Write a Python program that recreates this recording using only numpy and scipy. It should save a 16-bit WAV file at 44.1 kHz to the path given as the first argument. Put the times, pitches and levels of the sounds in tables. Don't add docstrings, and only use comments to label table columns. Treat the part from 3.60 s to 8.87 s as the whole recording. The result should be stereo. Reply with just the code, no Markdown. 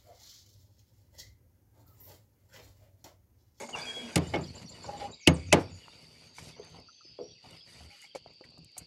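import sys
import numpy as np
from scipy import signal
from scipy.fft import rfft, irfft
from scipy.io import wavfile
from scipy.ndimage import uniform_filter1d

SR = 44100
rng = np.random.default_rng(int(sys.argv[2]) if len(sys.argv) > 2 else 0)


def materialize(psi):
    bounded = np.clip(np.atleast_2d(psi).T, -1, 1)
    quanta = np.round(bounded * 32767).astype(np.int16)
    wavfile.write(sys.argv[1], SR, quanta)


def linear_from_db(decibels):
    return 10 ** (np.asarray(decibels, float) / 20)


N = 232218
TAP_PAN_DB = -2.5


def unit(x):
    return x / np.sqrt(np.mean(x ** 2))


def shape(x, points):
    hz, db = np.transpose(points)
    f = np.fft.rfftfreq(x.shape[-1], 1 / SR) + 1
    return irfft(rfft(x) * linear_from_db(np.interp(np.log(f), np.log(hz), db)), x.shape[-1])


def ring(x, hz, width_hz):
    return signal.lfilter(*signal.iirpeak(hz, hz / width_hz, SR), x)


def body(x, table):
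    return unit(sum(linear_from_db(db) * ring(ring(x, hz, 3 * width), hz, width) for hz, width, db in table))


def walk(rate):
    k = int(SR / rate)
    held = np.repeat(rng.standard_normal(N // k + 1), k)
    return 0.52 * uniform_filter1d(uniform_filter1d(held, k), k)[:N]


def grains(per_s, spread_db, alike):
    size_db = spread_db * np.minimum(rng.exponential(size=N), 3)
    clicks = (rng.random(N) < per_s / SR) * linear_from_db(size_db)
    mid, side = clicks * rng.standard_normal((2, N))
    return np.array([mid, mid]) + np.sqrt(1 - np.clip(alike, 0, 1)) * np.array([side, -side])


def effort(rows, rise_db_s, fall_db_s):
    t = np.arange(N) / SR
    out = np.full((len(rows[0]) - 2, N), -120.)
    for s, length, *db in rows:
        off = rise_db_s * np.maximum(s - t, 0) + fall_db_s * np.maximum(t - s - length, 0)
        out = np.maximum(out, np.array(db)[:, None] - off)
    return out


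def patchy(x, patchy_db):
    hz, _, z = signal.stft(x, SR, nperseg=512)
    field = uniform_filter1d(rng.standard_normal(z.shape[1:]), size=3, axis=0)
    field = uniform_filter1d(field, size=7, axis=1)
    field_db = patchy_db * unit(field) * np.clip(hz / 800 - 1.2, 0, 1)[:, None]
    return signal.istft(z * linear_from_db(field_db), SR, nperseg=512)[1][:, :N]


def add(out, x, s, pan_db):
    i = int(s * SR)
    x = x[..., :N - i] * linear_from_db(np.array([[pan_db], [-pan_db]]) / 2)
    out[:, i:i + x.shape[1]] += x


def decay(t, t60):
    return np.exp(-np.log(1000) * t / t60)


def fade(t):
    return np.clip((t[-1] - .04 - t) / .08, 0, 1)


def modes(table, t, scatter_db, turn):
    hz, db, t60 = np.transpose(table)[:, :, None]
    gain, start, step = rng.standard_normal((3, len(table), 1))
    tone_level = linear_from_db(db + scatter_db * gain) * decay(t, np.clip(t60, .01, .6))
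    step = turn * step * np.clip(hz / 600, 0, 1)
    phase = 2 * np.pi * hz * t + 3 * start
    return np.array([np.sum(tone_level * np.sin(phase + side * step), axis=0) for side in (1, -1)])


def burst(t, rise_s, t60):
    noise = rng.standard_normal(len(t)) + 0.45 * rng.standard_normal((2, len(t)))
    return noise * (1 - np.exp(-t / rise_s)) * decay(t, t60)


# (frequency [Hz], level [dB per Hz])
SHORE = [(25, -7.5), (127, -4.5), (479, -12), (1670, -28), (2780, -11.5), (4600, -8), (5540, -19),
         (12000, -46)]


def shore():
    return linear_from_db(-67.5 + 0.89 * walk(12.0)) * unit(shape(grains(SR, 0, 0.23), SHORE))


# (frequency [Hz], width [Hz], level [dB])
INSECTS = [(4640, 390, -59), (2700, 370, -71.5)]


def insects():
    out = 0
    for hz, width, db in INSECTS:
        chorus = ring(ring(grains(3000, 1.2, 0.27), hz, width), hz, width)
        out = out + linear_from_db(db + 1.1 * walk(3.0) + 0.5 * walk(33)) * unit(chorus)
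    return out


# (start [s], length [s], weight on the hull [dB], drag of gear [dB])
MOVES = [(0, 0.017, -56, -49), (.13, 0.047, -48.5, -44.5), (.17, 0.44, -56, -47.5), (.61, 0.22, -41, -48),
         (.78, 0.12, -43, -67), (.95, 0.078, -47.5, -51.5), (1.11, 0.15, -54.5, -53),
         (1.26, 0.23, -47.5, -45), (1.74, 0.4, -44.5, -78), (2.0, 0.16, -47, -60.5), (2.17, 0.55, -60, -62),
         (2.79, 0.11, -48, -55.5), (2.97, 0.13, -58, -56), (3.12, 0.096, -49.5, -57.5),
         (3.47, 0.055, -60, -87), (3.6, 0.12, -59, -86), (3.85, 0.1, -52, -58), (4.07, 0.21, -57.5, -62.5),
         (4.21, 0.034, -50, -59.5), (4.57, 0.06, -61.5, -73), (4.67, 0.04, -59, -63.5),
         (4.85, 0.095, -60.5, -64), (4.99, 0.036, -51, -87), (5.18, 0.027, -53.5, -61)]
# (start [s], length [s], rub [dB], cloth [dB])
SWEEPS = [(0, 0.028, -48, -47), (.15, 0.38, -50, -53.5), (.62, 0.13, -51.5, -55), (.78, 0.13, -55.5, -61),
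          (.94, 0.098, -55, -59.5), (1.09, 0.013, -69, -58), (1.15, 0.28, -53, -59),
          (1.4, 0.059, -46.5, -55.5), (1.76, 0.36, -56.5, -71), (2.0, 0.011, -63, -52),
          (2.15, 0.53, -59, -63), (2.77, 0.12, -53, -51.5), (3.04, 0.13, -59.5, -68.5),
          (3.47, 0.2, -67, -93), (3.84, 0.13, -56, -63), (4.08, 0.17, -56.5, -57.5),
          (4.3, 0.086, -57, -60.5), (4.412, 0.03, -58.5, -57.5), (4.555, 0.0085, -64, -76),
          (4.8, 0.095, -70, -83.5), (5.18, 0.037, -58, -65)]
# (frequency [Hz], width [Hz], level [dB])
SCRAPE = [(246, 14, 5.5), (444, 240, 2.5), (624, 250, -4.5), (860, 50, -1), (950, 64, -13)]
# (frequency [Hz], width [Hz], level [dB])
RUB = [(1470, 270, -3.5), (2334, 1000, 4.5), (2888, 110, 4), (3460, 490, -5.5)]
# (frequency [Hz], level [dB per Hz])
CLOTH = [(2060, -45.5), (3500, -14), (4650, -4), (8620, -10), (11600, -15.5), (12600, -14), (13300, -58)]


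def handling():
    rumble_db, scrape_db = effort(MOVES, rise_db_s=598, fall_db_s=243)
    rub_db, cloth_db = effort(SWEEPS, rise_db_s=496, fall_db_s=300.5)
    hull = [(62, 27, -11.0), (86.5, 81, 2.5), (117.0, 41, -1.5), (156.9, 10.0, 5.0), (221, 47, -7.0)]
    rumble = body(grains(810, 5.7, 1.0), hull)
    scrape = body(grains(2100, 0.94, 0.72), SCRAPE) * linear_from_db(np.array([[-1.5], [1.5]]))
    rub = body(grains(4000, 0.73, 0.57), RUB)
    cloth = unit(shape(grains(7300, 1.1, 0.55), CLOTH))
    drag_db = 3 * np.clip(walk(35), -2, 1.2)
    out = rumble * linear_from_db(rumble_db - 3.0 + 0.83 * walk(2.6))
    out = out + scrape * linear_from_db(scrape_db - 3.5 + drag_db)
    out = out + rub * linear_from_db(rub_db - 5.0 + drag_db)
    return out + cloth * linear_from_db(cloth_db - 4.0 + 1.4 * walk(33))


# (time [s], level [dB])
PULL = [
    (0, -60),
    (.13, -97),
    (.155, -47),
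    (.3, -47.5),
    (.45, -57.5),
    (.55, -52.5),
    (.6, -90.5),
]
# (frequency [Hz], width [Hz], level [dB])
TIN = [(243.2, 30, -3), (1600, 110, 5.5), (2300, 180, 2.5), (3797, 100, -17), (4840, 320, -6.5),
       (5900, 120, -5), (6800, 350, -9), (7710, 230, -8.5), (8980, 92, -4.5)]


def tin_box():
    pull_db = np.interp(np.arange(N) / SR, *np.transpose(PULL))
    return body(grains(4500, 1.2, 1.0), TIN) * linear_from_db(pull_db + 1.0 * walk(41))


# (start [s], length [s], level [dB])
RASPS = [
    (0, 0.11, -54),
]
# (frequency [Hz], width [Hz], level [dB])
RINGS = [(6900, 560, 2.6), (7960, 400, -5)]


def line_rasp():
    return body(grains(1200, 2, 0.97), RINGS) * linear_from_db(effort(RASPS, 500, 500))


# (start [s], length [s], level [dB])
GROANS = [
    (.01, 0.027, -43.5),
    (.42, 0.055, -44),
]
# (frequency [Hz], width [Hz], level [dB])
SEAT = [(238.7, 21, 0)]


def seat_groans():
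    return body(grains(900, 1.5, 0.4), SEAT) * linear_from_db(effort(GROANS, 330, 200))


# (start [s], length [s], level [dB])
CREAKS = [
    (1.29, 0.009, -39.5),
    (1.33, 0.035, -41.5),
    (1.418, 0.012, -37),
    (1.44, 0.019, -38.5),
    (1.466, 0.0056, -42.5),
    (4.25, 0.11, -64.5),
]
# (frequency [Hz], width [Hz], level [dB])
LID = [(816, 14, 6), (580, 42, -4.5)]


def lid_creaks():
    creak_db = effort(CREAKS, 1400, 910) + np.array([[-2.5], [2.5]])
    return body(grains(1500, 1.2, 0.35), LID) * linear_from_db(creak_db)


# (start [s], length [s], level [dB])
SLIDES = [
    (0, 0.037, -39),
    (.058, 0.0073, -51),
    (.09, 0.023, -49),
]
# (frequency [Hz], width [Hz], level [dB])
HATCH = [(442, 65, -0.5), (560, 67, 1.5), (844, 110, -1.5), (2150, 69, -5.5)]


def sliding_lid():
    return body(grains(6000, 0.87, .5), HATCH) * linear_from_db(effort(SLIDES, 900, 450))


# (time [s], peak level [dB], pitch of the struck part [Hz], ring [s])
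CLINKS = [
    (0.059, -42, 249, 0.086),
    (0.089, -36, 783, 0.051),
    (1.015, -40, 193, 0.37),
    (2.783, -33, 998, 0.02),
    (4.449, -47.5, 2300, 0.028),
    (4.549, -32, 533, 0.043),
    (4.839, -48, 1930, 0.049),
    (5.166, -43.5, 734, 0.089),
]
# (time [s], peak level [dB], pitch [Hz], ring [s])
TAPS = [(1.243, -42, 950, 0.082), (1.292, -34.5, 870, 0.022), (1.419, -44, 756, 0.043),
        (1.464, -59, 750, 0.049), (2.282, -33.5, 910, 0.0088), (3.187, -43.5, 533, 0.045),
        (3.448, -51.5, 342, 0.086), (4.206, -43.5, 713, 0.045), (4.424, -56, 2150, 0.055),
        (4.44, -52.5, 820, 0.067), (4.66, -41.5, 696, 0.039), (4.808, -43, 520, 0.095),
        (4.557, -26.5, 510, 0.046), (4.919, -51.5, 650, 0.024), (4.975, -54, 744, 0.058)]
# (time [s], peak level [dB], pitch [Hz], ring [s])
THUDS = [
    (0.15, -36, 834, 0.31),
    (0.364, -38.5, 492, 0.27),
    (2.996, -37.5, 413, 0.098),
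    (3.143, -48.5, 793, 0.19),
    (3.588, -32.5, 489.4, 0.17),
    (3.607, -33.5, 421.5, 0.22),
    (3.84, -49, 739, 0.22),
]


def taps():
    out, t = np.zeros((2, N)), np.arange(SR // 3) / SR
    kinds = ((CLINKS, -6), (TAPS, -28), (THUDS, -60))
    for s, db, hz, t60, crack_db in [(*row, crack_db) for rows, crack_db in kinds for row in rows]:
        wet_db = 45 * t60
        part = [(hz, 0, t60), (hz * 1.17, -7, t60 * .8), (hz * .82, -11, t60),
                (hz * .55, wet_db - 22, t60), (hz * 1.6, -11, t60 * 0.7), (2250, crack_db, .04)]
        ringing = modes(part, t, scatter_db=2, turn=.3) * (1 - np.exp(-t / .001))
        bright = shape(burst(t, .0007, t60 * .5),
                       [(hz / 2, -20), (hz * 1.4, 0), (hz * 2.4, -10), (hz * 7, -56)])
        dark = shape(burst(t, .003, t60 * 1.3),
                     [(hz / 4, -24), (hz * .7, -3), (hz * 1.2, 0), (hz * 2.2, -24), (hz * 6, -70)])
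        crack = shape(burst(t, 0.0076, 0.073), [(3000, 7.0), (6000, 7.0), (11000, -3.0), (15000, -6.0)])
        hit = linear_from_db(-1.5 - wet_db / 2) * ringing + linear_from_db(6 - wet_db / 2) * bright
        hit = hit + linear_from_db(wet_db - 2) * dark + linear_from_db(crack_db - 2.5) * crack
        add(out, linear_from_db(db) * fade(t) * hit, s, TAP_PAN_DB)
    return out


# (time [s], peak level [dB], pitch [Hz], ring [s])
KNOCKS = [(.124, -52, 1400, .012), (0.15, -27, 1250, .015), (.7382, -27.5, 2230, 0.026),
          (0.77, -39, 2440, .03), (0.76, -35.5, 5540, 0.027), (1.293, -34, 900, .02),
          (1.595, -55, 960, .01), (2.282, -43, 1000, .012), (.832, -38, 330, .06), (.76, -38, 630, .04),
          (4.661, -43.5, 720, 0.023), (4.81, -41.5, 580, 0.024), (4.977, -52, 640, 0.022),
          (.09, -42, 770, 0.024), (4.99, -60, 8600, .01), (5.056, -58, 6200, .01), (5.18, -45, 7000, .03),
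          (4, -57, 8600, .015), (2.753, -49, 7200, 0.018)]


def knocks():
    out, t = np.zeros((2, N)), np.arange(SR // 8) / SR
    for s, db, hz, t60 in KNOCKS:
        partials = ((.62, 5.5), (1, 4), (1.35, -13), (1.9, -26))  # (ratio, dB)
        part = [(hz * ratio, part_db, t60) for ratio, part_db in partials]
        knock = modes(part, t, scatter_db=-0.5, turn=0.58) * np.clip(t / 0.00049, 0, 1)
        add(out, linear_from_db(db - 6.5) * knock, s - .001, TAP_PAN_DB)
    return out


# (time [s], frequency [Hz], level [dB])
SQUEAKS = [
    [(0.12, 2870, -76), (0.132, 2990, -44), (0.15, 2760, -31.5), (0.175, 2700, -68)],
    [(0.245, 3320, -59), (0.265, 3300, -43), (0.284, 3310, -38), (0.31, 3286, -38), (0.326, 3310, -53),
     (0.37, 3316, -38), (0.44, 3296, -49.5), (0.53, 3250, -62), (0.55, 3310, -68)],
]


def squeaks():
    out = np.zeros((2, N))
    for table in SQUEAKS:
        s, hz, db = np.transpose(table)
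        t = np.arange(s[0], s[-1], 1 / SR)
        turns = np.cumsum(np.interp(t, s, hz) * (1 + 0.0066 * walk(122)[:len(t)])) / SR
        level = linear_from_db(np.interp(t, s, db) + 3.5 + 2.5 * walk(61)[:len(t)])
        level = level * signal.windows.tukey(len(t), .2)
        add(out, level * np.sin(2 * np.pi * turns + np.array([[.6], [-.6]])), s[0], -.8)
    return out


def far_chorus():
    notes = []
    for when, pitch, slur, size in rng.random((170, 4)):
        hz = 2200 + 1500 * pitch
        notes.append((4.75 * when, .015 + .035 * size, hz, hz * (.75 + .5 * slur), -70 + 3 * size, .5))
    return notes


# (start [s], length [s], first pitch [Hz], last pitch [Hz], level [dB])
DIVES = [(1.597, 0.089, 7300, 4100, -53.5), (1.733, 0.049, 10000, 4140, -50.5),
         (1.857, 0.051, 7260, 5300, -52), (.858, 0.029, 5950, 5400, -55), (1.05, .03, 6000, 5500, -53),
         (1.242, 0.03, 5540, 5600, -60), (1.258, 0.026, 7400, 4800, -51.5),
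         (4.689, 0.07, 7270, 5930, -75.5), (2.229, 0.041, 3000, 2500, -54.5),
         (4.463, 0.024, 3380, 2995, -57.5), (4.502, 0.03, 3300, 3000, -56.5),
         (4.423, 0.034, 2030, 2260, -55), (4, 0.022, 3150, 3450, -55), (4.585, 0.028, 3100, 2900, -59),
         (4.69, 0.034, 2850, 2400, -63.5), (4.3, .035, 2100, 2900, -56), (4.39, .025, 3000, 2800, -56),
         (.845, 0.021, 3350, 3150, -54), (5.07, 0.053, 2500, 1870, -71)]
# (start [s], length [s], first pitch
# [Hz], last pitch [Hz], level [dB])
HOOKS = [(2.095, 0.12, 7600, 6830, -56), (2.62, 0.16, 6000, 6500, -66), (2.95, 0.21, 5540, 6300, -61),
         (3.272, 0.2, 5390, 6200, -62.5), (3.431, 0.12, 5500, 5000, -56.5),
         (3.603, 0.17, 5190, 5680, -59.5), (3.955, 0.13, 4840, 5040, -58.5),
         (4.905, 0.16, 3800, 4450, -65.5), (5.126, 0.14, 3900, 4130, -65.5), (5.04, 0.096, 2400, 1880, -90),
         (3.25, .3, 6550, 6100, -69.5), (.165, .085, 3560, 3460, -50.5), (.205, 0.041, 3800, 4800, -44.5)]
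# (start [s], length [s], pitch [Hz], level [dB])
PIPS = [
    (0.878, 0.023, 4494, -48),
    (1.205, 0.053, 4480, -50),
    (1.438, 0.014, 7440, -53.5),
    (1.454, 0.032, 6250, -59.5),
    (1.524, 0.034, 3904, -54),
    (1.074, 0.018, 4480, -46.5),
    (1.99, 0.125, 5530, -61),
    (3.175, 0.043, 5260, -62),
    (3.285, 0.0075, 1334, -54.5),
    (3.407, 0.0077, 1305, -59),
]


def song():
    dives = [(*note, 0.62) for note in DIVES]
    hooks = [(*note, 12) for note in HOOKS]
    pips = [(s, length, hz, hz * 0.97, db, 1.) for s, length, hz, db in PIPS]
    return dives + hooks + pips


# (first note [s], last note [s], level [dB])
TRILLS = [
    (1.598, 1.66, -53),
    (1.765, 1.9, -54),
]


def trill():
    return [(s, .014, 2100, 2750, db, .8)
            for first_s, last_s, db in TRILLS for s in np.arange(first_s, last_s, .0165)]


def birds():
    voice = np.zeros((2, N))
    throat, gusts = np.tile(walk(300), 2), np.tile(walk(70), 2)
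    for s, length, first_hz, last_hz, db, bend in song() + trill() + far_chorus():
        u = np.arange(0, 1, 1 / (length * SR))
        i = int(s * SR)
        hz = first_hz + (last_hz - first_hz) * (1 - np.exp(-bend * u)) / (1 - np.exp(-bend))
        hz = hz * (1 + .018 * np.sin(2 * np.pi * 95 * u * length + 40 * s))
        hz = hz * (1 + .018 * throat[i:][:len(u)])
        level = linear_from_db(db + 3.5 * gusts[i:][:len(u)]) * np.sin(np.pi * u ** 0.51)
        add(voice, level * np.sin(2 * np.pi * np.cumsum(hz) / SR), s, 0)
    t = np.arange(SR // 2) / SR
    leaves, trees = burst(t, .001, .06), burst(t, .02, .6)
    smear = linear_from_db(-20) * leaves + linear_from_db(-36) * shape(trees, [(1600, -30), (2200, 0)])
    return linear_from_db(-10) * voice + signal.fftconvolve(voice, smear, axes=1)[:, :N]


def skid(db, length_s):
    t = np.arange(-length_s, 0, 1 / SR)
    level = linear_from_db(db + 1500 * t + 2.5 * np.sin(2 * np.pi * 170 * t))
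    whine = level * np.sin(2 * np.pi * 2620 * t + np.array([[.3], [-.3]]))
    return whine * np.hanning(int(2 * length_s * SR) + 2)[:len(t)]


# (time [s], peak level [dB], crack [dB], boom [dB], contact [ms])
BLOWS = [
    (0.557, -13, -2, -3, 6.5),
    (0.576, -23, -6.5, -31, 1.9),
    (0.736, -7, -55, -8.5, 62),
    (1.673, -4.5, -7.5, -6.5, 3.7),
    (1.926, -1.5, -8, -17, 4.2),
]
# (short ribs [dB], plates [dB], contact snap [dB], loose buzz [dB], rib ring left [share])
SPOTS = [
    (-10, 0.5, -26, 2, 0.87),
    (1, 1.5, -19, -4.5, 0.92),
    (-22, 8.5, -40, -5, 1.),
    (5, 1, 1, -3, 0.88),
    (9, 0, -6, -0.5, 0.82),
]
# (frequency [Hz], level [dB], t60 [s])
HULL = [(84.7, -5, 0.4), (142.5, 2, 0.26), (172.1, 2.5, 0.26), (325, -1, 0.17), (278.7, -5, 0.15),
        (372, -5, 0.085), (510, -19.5, 0.37), (262.6, -13, 0.34), (756, -17.5, 0.13), (1040, -21.5, 0.16)]
# (frequency [Hz], level [dB], t60 [s])
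PLATES = [(607.7, -5, .1), (679, -5, .1), (826, -3.5, 0.093), (882.5, -3, .06), (1191, -15, 0.1),
          (1930, -6, .04), (2180, -2.5, 0.069), (2290, -7, .05), (2530, -4, 0.03), (2830, -0.5, .045),
          (3030, -3.5, .045), (3310, -12, 0.034), (5900, -14, .04), (6570, -15, .12)]
# (frequency [Hz], left minus right [dB])
SHADE = [(130, -0.5), (500, -5), (1000, -1), (2000, 3), (4000, 0.5)]


def blows():
    out, t = np.zeros((2, N)), np.arange(SR // 2) / SR
    for (s, db, crack_db, boom_db, contact_ms), spot in zip(BLOWS, SPOTS):
        rib_db, plate_db, snap_db, buzz_db, damped = spot
        swell = 1 - np.exp(-(t * 1000 / contact_ms) ** 2)
        flexed = [(hz, mode_db + rib_db * (hz > 250), t60 * (damped if hz > 130 else 1))
                  for hz, mode_db, t60 in HULL]
        hull = modes(flexed, t, scatter_db=1.0, turn=0.1) * swell * (1 - np.exp(-t / 0.0024))
        top_db = crack_db / 2 + db + 9.5
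        struck = [(hz, mode_db + top_db * (hz > 5000), t60) for hz, mode_db, t60 in PLATES]
        plates = modes(struck, t, scatter_db=2.5, turn=0.96) * (1 - np.exp(-t * 1500 / contact_ms))
        late = t - .001
        snap = np.sin(2 * np.pi * 2843 * t) * decay(late, 0.0098) * np.clip(late / 0.00038 + .15, 0, 1)
        crack = shape(burst(t, contact_ms / 8000, 0.035),
                      [(1500, -25.0), (2600, -3.5), (7000, -5.0), (12000, -10.0), (15000, -27.0)])
        clang = shape(burst(t, contact_ms / 2500, 0.042),
                      [(300, -36.0), (700, -6.5), (1400, -14.0), (2000, 0.0), (2900, -10.5),
                       (4200, -11.0), (9000, -33.0)])
        buzz = shape(burst(t, 0.0059, 0.23),
                     [(100, -10.5), (300, 9.5), (800, -2.0), (1400, -11.5), (2600, -17.0),
                      (6000, -34.5), (13000, -57)])
        hit = linear_from_db(boom_db - 6.5) * hull + linear_from_db(plate_db - 11.0) * plates + linear_from_db(snap_db) * snap
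        hit = hit + linear_from_db(crack_db + 6.0) * crack + linear_from_db(5.5) * clang + linear_from_db(buzz_db - 2.0) * buzz
        hit = np.array([shape(port, [(hz, side * pan_db / 2) for hz, pan_db in SHADE])
                        for port, side in zip(hit, (1, -1))])
        add(out, linear_from_db(db) * hit * fade(t), s, -0.64)
        if snap_db > -12:
            add(out, skid(db - 17, .013), s - .013, 1.5)
    return out


# (start [s], length [s], frequency [Hz], level [dB])
HUMS = [
    (0.598, 0.39, 83, -53),
    (1.695, 0.14, 81.5, -32.5),
    (1.832, 0.24, 90.3, -37),
    (2.101, 0.097, 92.4, -47),
    (4.206, 0.088, 76, -49),
]


def keel_hums():
    out = np.zeros((2, N))
    for s, length, hz, db in HUMS:
        u = np.arange(0, length + 0.038, 1 / SR)
        hum = signal.windows.tukey(len(u), .6) * np.sin(2 * np.pi * hz * u)
        add(out, linear_from_db(db + 1.5) * hum, s - .03, -1)
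    return out


def chips():
    out, u = np.zeros((2, N)), np.linspace(0, 1, 1000, endpoint=False)
    bow = np.abs(2 * u - 1)
    stroke = (0, .019, 7500 - (7500 - 5900) * np.exp(-3.5 * u), -9 * (1 - u) ** 2)  # (lag s, length s, Hz, dB)
    arch = (.027, .017, 5000 - 1500 * bow ** 1.2, 2 - 8 * bow)
    for s in .6785 + .1405 * np.arange(7):
        for lag, length, hz, db in (stroke, arch):
            v = np.arange(0, 1, 1 / (length * SR))
            level = linear_from_db(np.interp(v, u, db) - 42 - 5.5 + 1.5 * rng.standard_normal())
            note = level * np.sin(np.pi * v) ** .6
            turns = np.cumsum(np.interp(v, u, hz)) / SR
            add(out, note * np.sin(2 * np.pi * turns), s - .012 + lag, 0)
    trees = burst(np.arange(SR // 3) / SR, 0.0046, .3)
    return out + linear_from_db(-33.5) * signal.fftconvolve(out, trees, axes=1)[:, :N]


# (time [s], peak level [dB], ring [ms])
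TICKS = [(3.048, -46, 9), (3.909, -42.5, 12), (4.3897, -53, 12), (4.4172, -43.5, 25), (4.981, -48.5, 8.9),
         (5.0464, -42.5, 8), (5.1797, -26.5, 43), (2.997, -53, 12), (3.1, -50, 12), (3.2, -53.5, 12),
         (3.634, -58.5, 11), (4.735, -54.5, 6.9), (4.905, -58, 13), (5.118, -54, 8)]


def ticks():
    out, t = np.zeros((2, N)), np.arange(SR // 3) / SR
    for s, db, ring_ms in TICKS:
        tick = shape(burst(t, 0.0003, ring_ms / 1000),
                     [(4500, -19.0), (7000, 6.0), (11000, 0.5), (13500, 2), (16000, -3.5)])
        add(out, linear_from_db(db - 3.5) * tick * fade(t), s, 0)
    return out


def scene():
    friction = handling() + tin_box() + line_rasp() + seat_groans() + lid_creaks()
    contacts = sliding_lid() + taps() + knocks() + blows() + keel_hums() + ticks()
    return patchy(shore() + friction, patchy_db=3.5) + insects() + contacts + squeaks() + birds() + chips()


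def roll_off(x):
    return signal.sosfilt(signal.butter(12, 15800, fs=SR, output="sos"), x)


def record(dry):
    hz = np.fft.rfftfreq(N, 1 / SR)
    drift = np.clip(hz / 12700, 0, .95) ** 4
    turn = np.exp(-.5j * np.pi * drift * np.array([[1], [-1]]))
    top = 1 / (1 + (hz / 14200) ** 30)
    bass_cut = signal.butter(3, 62, "high", fs=SR, output="sos")
    x = signal.sosfilt(bass_cut, irfft(rfft(dry) * turn * top, N))
    mix = np.tanh(x / 1.5) * 1.5
    return roll_off(mix)


dry = scene()
out = record(dry)
materialize(out)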